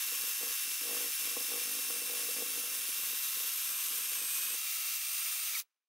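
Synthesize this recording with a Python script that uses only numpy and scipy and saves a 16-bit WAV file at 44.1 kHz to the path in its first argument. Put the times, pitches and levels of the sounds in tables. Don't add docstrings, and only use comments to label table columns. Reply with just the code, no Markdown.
import sys
import numpy as np
from scipy import signal
from scipy.fft import rfft, irfft
from scipy.io import wavfile
from scipy.ndimage import uniform_filter1d

SR = 44100
rng = np.random.default_rng(int(sys.argv[2]) if len(sys.argv) > 2 else 0)


def pcm_store(signal):
    levels = np.round(np.clip(np.atleast_2d(signal), -1, 1) * 32767)
    wavfile.write(sys.argv[1], SR, levels.astype(np.int16).T)


N = 259308


def amp(db):
    return 10 ** (np.asarray(db) / 20)


def rms_one(x):
    return x / np.sqrt(np.mean(x ** 2) + 1e-20)


def seconds():
    return np.arange(N) / SR


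def in_time(rows):
    s, *columns = np.transpose(rows)
    return [np.interp(seconds(), s, column) for column in columns]


def at_hz(points, hz):
    point_hz, point_db = np.array(points)[:, 0], np.array(points)[:, 1]
    return np.interp(np.log(hz + 1), np.log(point_hz), point_db)


def drift(rate_hz):
    step = 40
    r = np.exp(-2 * np.pi * rate_hz * step / SR)
    noise = rng.standard_normal(N // step + 2002)
    slow = signal.lfilter([1], [1, -2 * r, r * r], noise)[2000:]
    return np.interp(np.arange(N) / step, np.arange(len(slow)), rms_one(slow))


def ring(clicks, hz, t60):
    r, w = amp(-60 / (t60 * SR)), 2 * np.pi * hz / SR
    return signal.lfilter([0, np.sin(w)], [1, -2 * r * np.cos(w), r * r], clicks + 1e-18)


def sine(hz):
    return np.sqrt(2) * np.sin(2 * np.pi * np.cumsum(hz) / SR)


def high(x, hz):
    return signal.sosfilt(signal.butter(3, hz, "high", fs=SR, output="sos"), x)


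# (first knock [s], end [s], first level [dB], last level [dB], every second knock weaker by [dB],
#  upper over lower bench tones [dB])
KNOCK_RUNS = [(0.043, 0.11, -60, -54, 5, 0), (0.12, 0.225, -48, -55, 2, 4),
              (0.233, 0.309, -48.5, -54.5, 17, 3.5), (0.388, 0.4, -59, -63, 0, 1),
              (0.408, 0.522, -46, -59, -6.5, 4), (0.653, 0.748, -61.5, -67.5, -8, -6),
              (0.794, 0.825, -69, -52.5, -5, -4), (0.831, 1.03, -45.5, -47, -4, 4.5),
              (1.039, 1.107, -43.5, -54, 1.5, 0), (1.192, 1.26, -56, -52, 0, 0),
              (1.27, 1.355, -49, -49, 4, 1), (1.365, 1.478, -40, -52, 12, 4),
              (1.481, 1.507, -48.5, -46, 1, 0), (1.515, 1.64, -39.5, -52.5, -1.5, 4.5),
              (1.651, 1.795, -49.5, -44.5, 2, -2.5), (1.806, 1.89, -57, -52, 2, -7),
              (1.899, 1.95, -40.5, -49, 4, 3.5), (1.959, 2.005, -45.5, -50, 2, 2),
              (2.016, 2.085, -50, -49, 0, 2), (2.094, 2.2, -45, -50, -0.5, 8),
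              (2.209, 2.28, -46, -50, -1, 2), (2.286, 2.355, -46.5, -52, 0, 7.5),
              (2.362, 2.43, -43, -45.5, -3, 1), (2.44, 2.565, -50, -50, -0.5, 1),
              (2.574, 2.625, -44.5, -53, -2, 0), (2.634, 2.7, -50, -53, 2.5, 8),
              (2.711, 2.87, -52.5, -57.5, -1, 2), (2.885, 2.94, -52, -59, 8, -3),
              (2.951, 3.114, -53.5, -54, 11, 4), (3.127, 3.16, -51, -62, 0, -5),
              (3.171, 3.355, -70, -60, 1.5, 1), (3.366, 3.39, -53, -68, -1, 0),
              (3.401, 3.5, -50, -58, 18, 4.5), (3.517, 3.68, -68, -65, -1.5, 0),
              (3.692, 3.78, -56, -63, -1.5, -0.5), (3.79, 3.89, -73, -60.5, -2, 6),
              (3.907, 3.97, -57, -58, -0.5, -2), (3.98, 4.1, -54, -69, 1, 4),
              (4.116, 4.16, -55, -67, -2, 0), (4.167, 4.2, -57, -60, -3, 1),
              (4.212, 4.3, -52.5, -66, 0, -1), (4.315, 4.555, -66.5, -60.5, -7.5, 1)]
IDLE_DB = -85


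def pressure_db():
    now, out = seconds(), np.full(N, float(IDLE_DB))
    for start, end, first_db, last_db, *_ in KNOCK_RUNS:
        inside = (now >= start) & (now < end + .02)
        out[inside] = np.interp(now[inside], [start, end], [first_db, last_db])
    return uniform_filter1d(out, size=1500)


# (frequency [Hz], level per Hz [dB])
RUMBLE = [(24, -56), (40, -14), (86, -21.5), (161, -3.5), (408, -8.5), (484, 3), (600, -19.5), (780, -39.5),
          (1320, -120)]
RUMBLE_DB = -73.5


def rumble():
    spectrum = rfft(rng.standard_normal(N)) * amp(at_hz(RUMBLE, np.fft.rfftfreq(N, 1 / SR)))
    noise = rms_one(irfft(spectrum, N))
    level_db = RUMBLE_DB + 0.27 * (pressure_db() + 62) + 1.4 * drift(7.4)
    before_cut = np.clip((STRETCH_STARTS[4] - seconds()) / 0.025, .03, 1)
    follows_hiss = amp(in_time(SCRUB)[0] + 35.5)
    return noise * amp(level_db) * before_cut * follows_hiss


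# (time [s], pitch [Hz], level [dB], level one octave up [dB])
SQUEAL = [(5.538, 2600, -60, -80), (5.546, 2480, -46, -56), (5.551, 2380, -39, -39),
          (5.558, 2260, -37, -46), (5.562, 2120, -46, -60), (5.568, 1930, -40, -65),
          (5.574, 1800, -60, -80)]
# (time [s], peak level [dB], pitch [Hz])
CLACKS = [(4.546, -26, 8000), (5.55, -29, 5000), (5.577, -30, 7000), (5.583, -28, 9000), (5.588, -28, 8000),
          (5.5995, -24, 6200)]
BRAKED_HUM_DB = -71.5


def brake():
    silent_start, silent_end = (0.023, 2606, -150, -150), (5.6, 1800, -150, -150)
    hz, db, octave_db = in_time([silent_start] + SQUEAL + [silent_end])
    hz = hz * (1 + .025 * drift(250))
    squeal = amp(db) * sine(hz) + amp(octave_db) * sine(2 * hz)
    squeal = squeal * amp(3 * drift(250))
    clacks = np.zeros(N)
    for s, peak_db, clack_hz in CLACKS:
        burst = rng.standard_normal(300) * np.exp(-np.arange(300) / 20)
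        burst = ring(burst, clack_hz, 0.0032) + .5 * ring(burst, 0.89 * clack_hz, .003) + .8 * burst
        clacks[round(s * SR):][:300] += amp(peak_db) * burst / np.abs(burst).max()
    hum_on = np.interp(seconds(), [5.514, 5.52, 5.562, 5.568], [0, 1, 1, 0])
    hum = amp(BRAKED_HUM_DB) * sine(hz / 4) * hum_on
    return high(squeal + clacks, 1200) + hum


# (time [s], speed [turns per s], level of the 4th, 8th and 13th multiple [dB])
MOTOR = [(0.0, 676, -51, -52, -59), (0.15, 673.3, -51, -53, -60), (0.6, 675, -51, -53, -55),
         (1.2, 674.2, -51, -52, -53), (1.62, 675, -51, -52, -49), (2.12, 672, -51, -53, -48),
         (2.4, 672.3, -52, -53, -51), (2.55, 674.6, -52, -53, -50), (3.1, 675.8, -53, -55, -53),
         (3.45, 676, -53, -55, -56), (3.75, 672.4, -55, -56, -49), (4.0, 672, -56, -57, -49),
         (4.16, 672.5, -53, -55, -46), (4.2, 637.8, -53, -57, -44), (4.23, 631, -53, -59, -43),
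         (4.36, 630.8, -53, -66, -44), (4.5, 631.5, -53, -64, -46), (4.575, 680.8, -52, -60, -49),
         (4.92, 677.2, -51, -58, -48), (5.14, 673.6, -53, -61, -46), (5.3, 676, -53, -62, -45),
         (5.51, 676.5, -53, -60, -46)]
# (multiple of the motor speed, level [dB], heard from [s], heard to [s])
FAINT_WHINES = [(1, -76, 3, 4.6), (1, -74, 4.55, 5.6), (2, -74.5, 2.5, 4.5), (3, -65.5, 3, 4.9),
                (16, -62.5, -6, 5.4), (16, -58, 1.5, 2.95)]


def whine(turns, waver, beat_depth):
    speed, *levels = in_time(MOTOR)
    speed = speed * (1 + waver * drift(15.4))
    now = seconds()
    beat = 1 + beat_depth * np.cos(2 * np.pi * turns + 2.0)
    flutter = amp(.8 * drift(20))
    out = np.zeros(N)
    for multiple, db in zip((4, 8, 13), levels):
        out += amp(db) * flutter * sine(multiple * speed) * beat
    for multiple, db, start, end in FAINT_WHINES:
        heard = np.clip(np.minimum(now - start, end - now) / 0.066, 0, 1)
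        out += amp(db + 1.6 * drift(12)) * sine(round(multiple) * speed) * heard
    powered = np.clip((5.52 - now) / 0.013, 0, 1)
    return out * powered


# (frequency [Hz], level [dB], ring time t60 before damping [s])
BENCH = [(162, -24, 0.06), (250.5, -2.5, 0.046), (295.4, 1.5, 0.03), (480, 1, 0.06), (513.4, -1, 0.041),
         (652, -14, 0.11), (810, -10.5, .045), (1105, -5.5, .035)]
SHARPEN_PER_DB, MID_KNOCK_DB = .5, -54
UNEVEN_DB = 1.6


def knocks(turns, uneven_db, soft_hz):
    rows = []
    for start, end, first_db, last_db, skip_db, hollow_db in KNOCK_RUNS:
        first, last = round(start * SR), round(end * SR)
        nth = np.arange(np.floor(turns[last] - turns[first]) + 1)
        at = np.searchsorted(turns, turns[first] + nth)
        level_db = np.interp(at, [first, at[-1] + 1], [first_db, last_db]) - skip_db * (nth % 2)
        rows += zip(at, level_db, nth * 0 + hollow_db)
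    at, level_db, hollow_db = np.transpose(rows)
    at = at.astype(int)
    late = rng.integers(0, 40, N)[at]
    strength_db = level_db + rng.normal(0, uneven_db, N)[at]
    chance_db = rng.normal(0, UNEVEN_DB, (N, len(BENCH)))[at]
    edge_hz = soft_hz * amp(SHARPEN_PER_DB * (strength_db - MID_KNOCK_DB))
    out = np.zeros(N)
    for k, (hz, db, t60) in enumerate(BENCH):
        tilt = .5 if hz > 400 else -.5
        clicks = np.zeros(N)
        click_db = strength_db + tilt * hollow_db + chance_db[:, k]
        clicks[at + late] = amp(click_db) / (1 + (hz / edge_hz) ** 2)
        damped_t60 = min(t60, .08)
        out += amp(db) * ring(clicks, hz, damped_t60) * (-1) ** k
    return high(out, 170)


# (time [s], level [dB])
SCRUB = [(0, -34), (2.65, -35.5), (4.53, -34.5), (4.58, -34.5), (5.53, -34.5), (5.6, -35), (5.62, -48),
         (5.64, -71.5), (5.67, -87), (5.78, -94), (5.88, -98.5)]
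STRETCH_STARTS = (0, .56, 2.95, 3.55, 4.56, 5.635)
# (frequency [Hz], level per Hz [dB])
STRETCH_COLOURS = [
    [(350, -57.5), (600, -28.5), (669, -20.5), (1200, -7), (1460, -8), (1630, -5), (2550, -5), (2700, -4.5),
     (2930, -3.5), (4290, -7), (5340, -4.5), (9470, -0.5), (11500, 1), (15700, -0.5)],
    [(350, -50.5), (600, -19), (942, -18), (1090, -11), (2380, -6), (2550, -8.5), (2730, -5.5),
     (2930, -6.5), (3690, -6.5), (4230, -9), (5340, -6), (6820, -5.5), (11800, 0.5), (15700, -3.5)],
    [(350, -56), (600, -23), (929, -15), (1060, -8), (2550, -5.5), (2730, -1.5), (2930, -5), (3740, -3.5),
     (4230, -6), (5340, -5), (7010, -3.5), (11600, 2), (14700, -1.5), (15700, -4.5)],
    [(350, -64), (600, -26), (916, -19.5), (1090, -12), (1600, -10.5), (1920, -12.5), (2590, -7),
     (4720, -11), (6370, -8), (7720, -7), (8490, -2), (9340, -6.5), (12300, -2), (15700, -7)],
    [(120, -90), (200, -58), (632, -27.5), (667, -26), (961, -22.5), (1310, -9), (1520, -16.5), (2150, -8),
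     (2620, -8), (3090, -10.5), (7160, -8.5), (9080, -6), (9590, -8), (13300, -5), (15700, -4)],
    [(120, -33), (200, -4), (1520, 5), (1600, 0), (1850, 2), (2190, 1), (2930, -1), (15700, -5)],
]
# (frequency [Hz], width [Hz], lift [dB])
STRETCH_BRIGHT = [
    [(11500, 900, 3.5), (13000, 520, 3.5)],
    [(10600, 560, 1.5), (15000, 800, 1.5)],
    [(13900, 3800, 3.5), (11400, 900, 1)],
    [(12150, 1400, 3.5), (9940, 380, 4)],
    [(13100, 1300, 3.5), (10740, 500, 3)],
    [(2500, 1600, 3), (9050, 1800, 1.5)],
]
# (frequency [Hz], width [Hz], level over the hiss [dB])
CASING = [(1078, 72, 4), (1332, 62, 3), (1631, 25, 5.5), (2000, 87, -1), (2390, 130, 6), (2800, 60, 3),
          (2910, 80, 5), (3250, 120, 6), (3600, 90, 7), (3830, 110, 6), (4040, 80, 4.5), (4490, 90, 5),
          (4780, 200, 5), (5230, 120, 5), (5500, 100, 3.5), (5940, 240, 6), (6326, 220, 5), (6590, 160, 4),
          (7600, 200, 2.5), (10300, 180, 2.5), (11230, 93, 2.5)]
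# (frequency [Hz], level per Hz [dB])
SIDE_COLOUR = [(300, -60.5), (600, -40.5), (1120, -39), (1900, -13.5), (2450, -2), (3500, -2), (4060, -2),
               (4440, -7), (8460, 3.5), (9240, 3), (11900, 3.5), (15700, 1.5)]
SIDE_DB = -13
BODY_HZ, BODY_FOLLOWS = 1600, .12


def wires(turns, grain_db, wobble_db):
    uneven_db = grain_db * drift(300) + 0.28 * drift(5.2) + 0.49 * drift(11)
    angle = 2 * np.pi * turns
    press = np.cos(angle) + .6 * np.cos(2 * angle) + 0.54 * np.cos(3 * angle)
    scratches = rng.standard_normal((2, N)) * amp(uneven_db) * amp(wobble_db * press)
    hz = np.fft.rfftfreq(N, 1 / SR)
    rings_db = sum(db / (1 + (2 * (hz - f) / width) ** 2) for f, width, db in CASING)
    direct, reflected = rfft(scratches) * amp([rings_db, .5 * rings_db + at_hz(SIDE_COLOUR, hz)])

    stretch = np.searchsorted(STRETCH_STARTS, seconds(), "right") - 1
    out = np.zeros(N)
    for k, (colour, bands) in enumerate(zip(STRETCH_COLOURS, STRETCH_BRIGHT)):
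        lift_db = sum(db * np.exp(-(2 * (hz - f) / width) ** 4) for f, width, db in bands)
        heard = rms_one(irfft(direct * amp(at_hz(colour, hz) + lift_db), N))
        out += heard * uniform_filter1d((stretch == k) * 1., size=900, mode="nearest")

    body = signal.sosfilt(signal.butter(2, BODY_HZ, fs=SR, output="sos"), out)
    before_cut = seconds() < STRETCH_STARTS[4]
    out += body * (amp(BODY_FOLLOWS * (pressure_db() + 58) * before_cut) - 1)
    level = amp(in_time(SCRUB)[0])
    return out * level, rms_one(irfft(reflected, N)) * level * amp(SIDE_DB)


# (time [s], left minus right [dB])
LEAN = [(0.0, 1.0), (1.56, 1.0), (4.41, 0.5), (4.96, -0.5), (5.6, -0.5)]
GEAR_RATIO = 12.94
FIRST_TURN = -0.42


def scene():
    turns = FIRST_TURN + np.cumsum(in_time(MOTOR)[0]) / GEAR_RATIO / SR
    hiss, side = wires(turns, grain_db=0.9, wobble_db=0.43)
    drill = whine(turns, waver=.0005, beat_depth=.3) + brake()
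    bench = knocks(turns, uneven_db=UNEVEN_DB, soft_hz=1100)
    side = side + high(hiss, 3500) * np.tanh(in_time(LEAN)[0] * np.log(10) / 40)
    side = side + amp(-21.5) * high(np.roll(drill, 1), 6000)
    side = side + amp(-26.0) * high(drill, 1500) + amp(-35) * high(bench, 400)
    return hiss + drill + bench + rumble() + side * [[1], [-1]]


CUTOFF_HZ = 15740


def record(dry):
    return signal.sosfilt(signal.ellip(14, .3, 75, CUTOFF_HZ, fs=SR, output="sos"), dry)


dry = scene()
out = record(dry)
pcm_store(out)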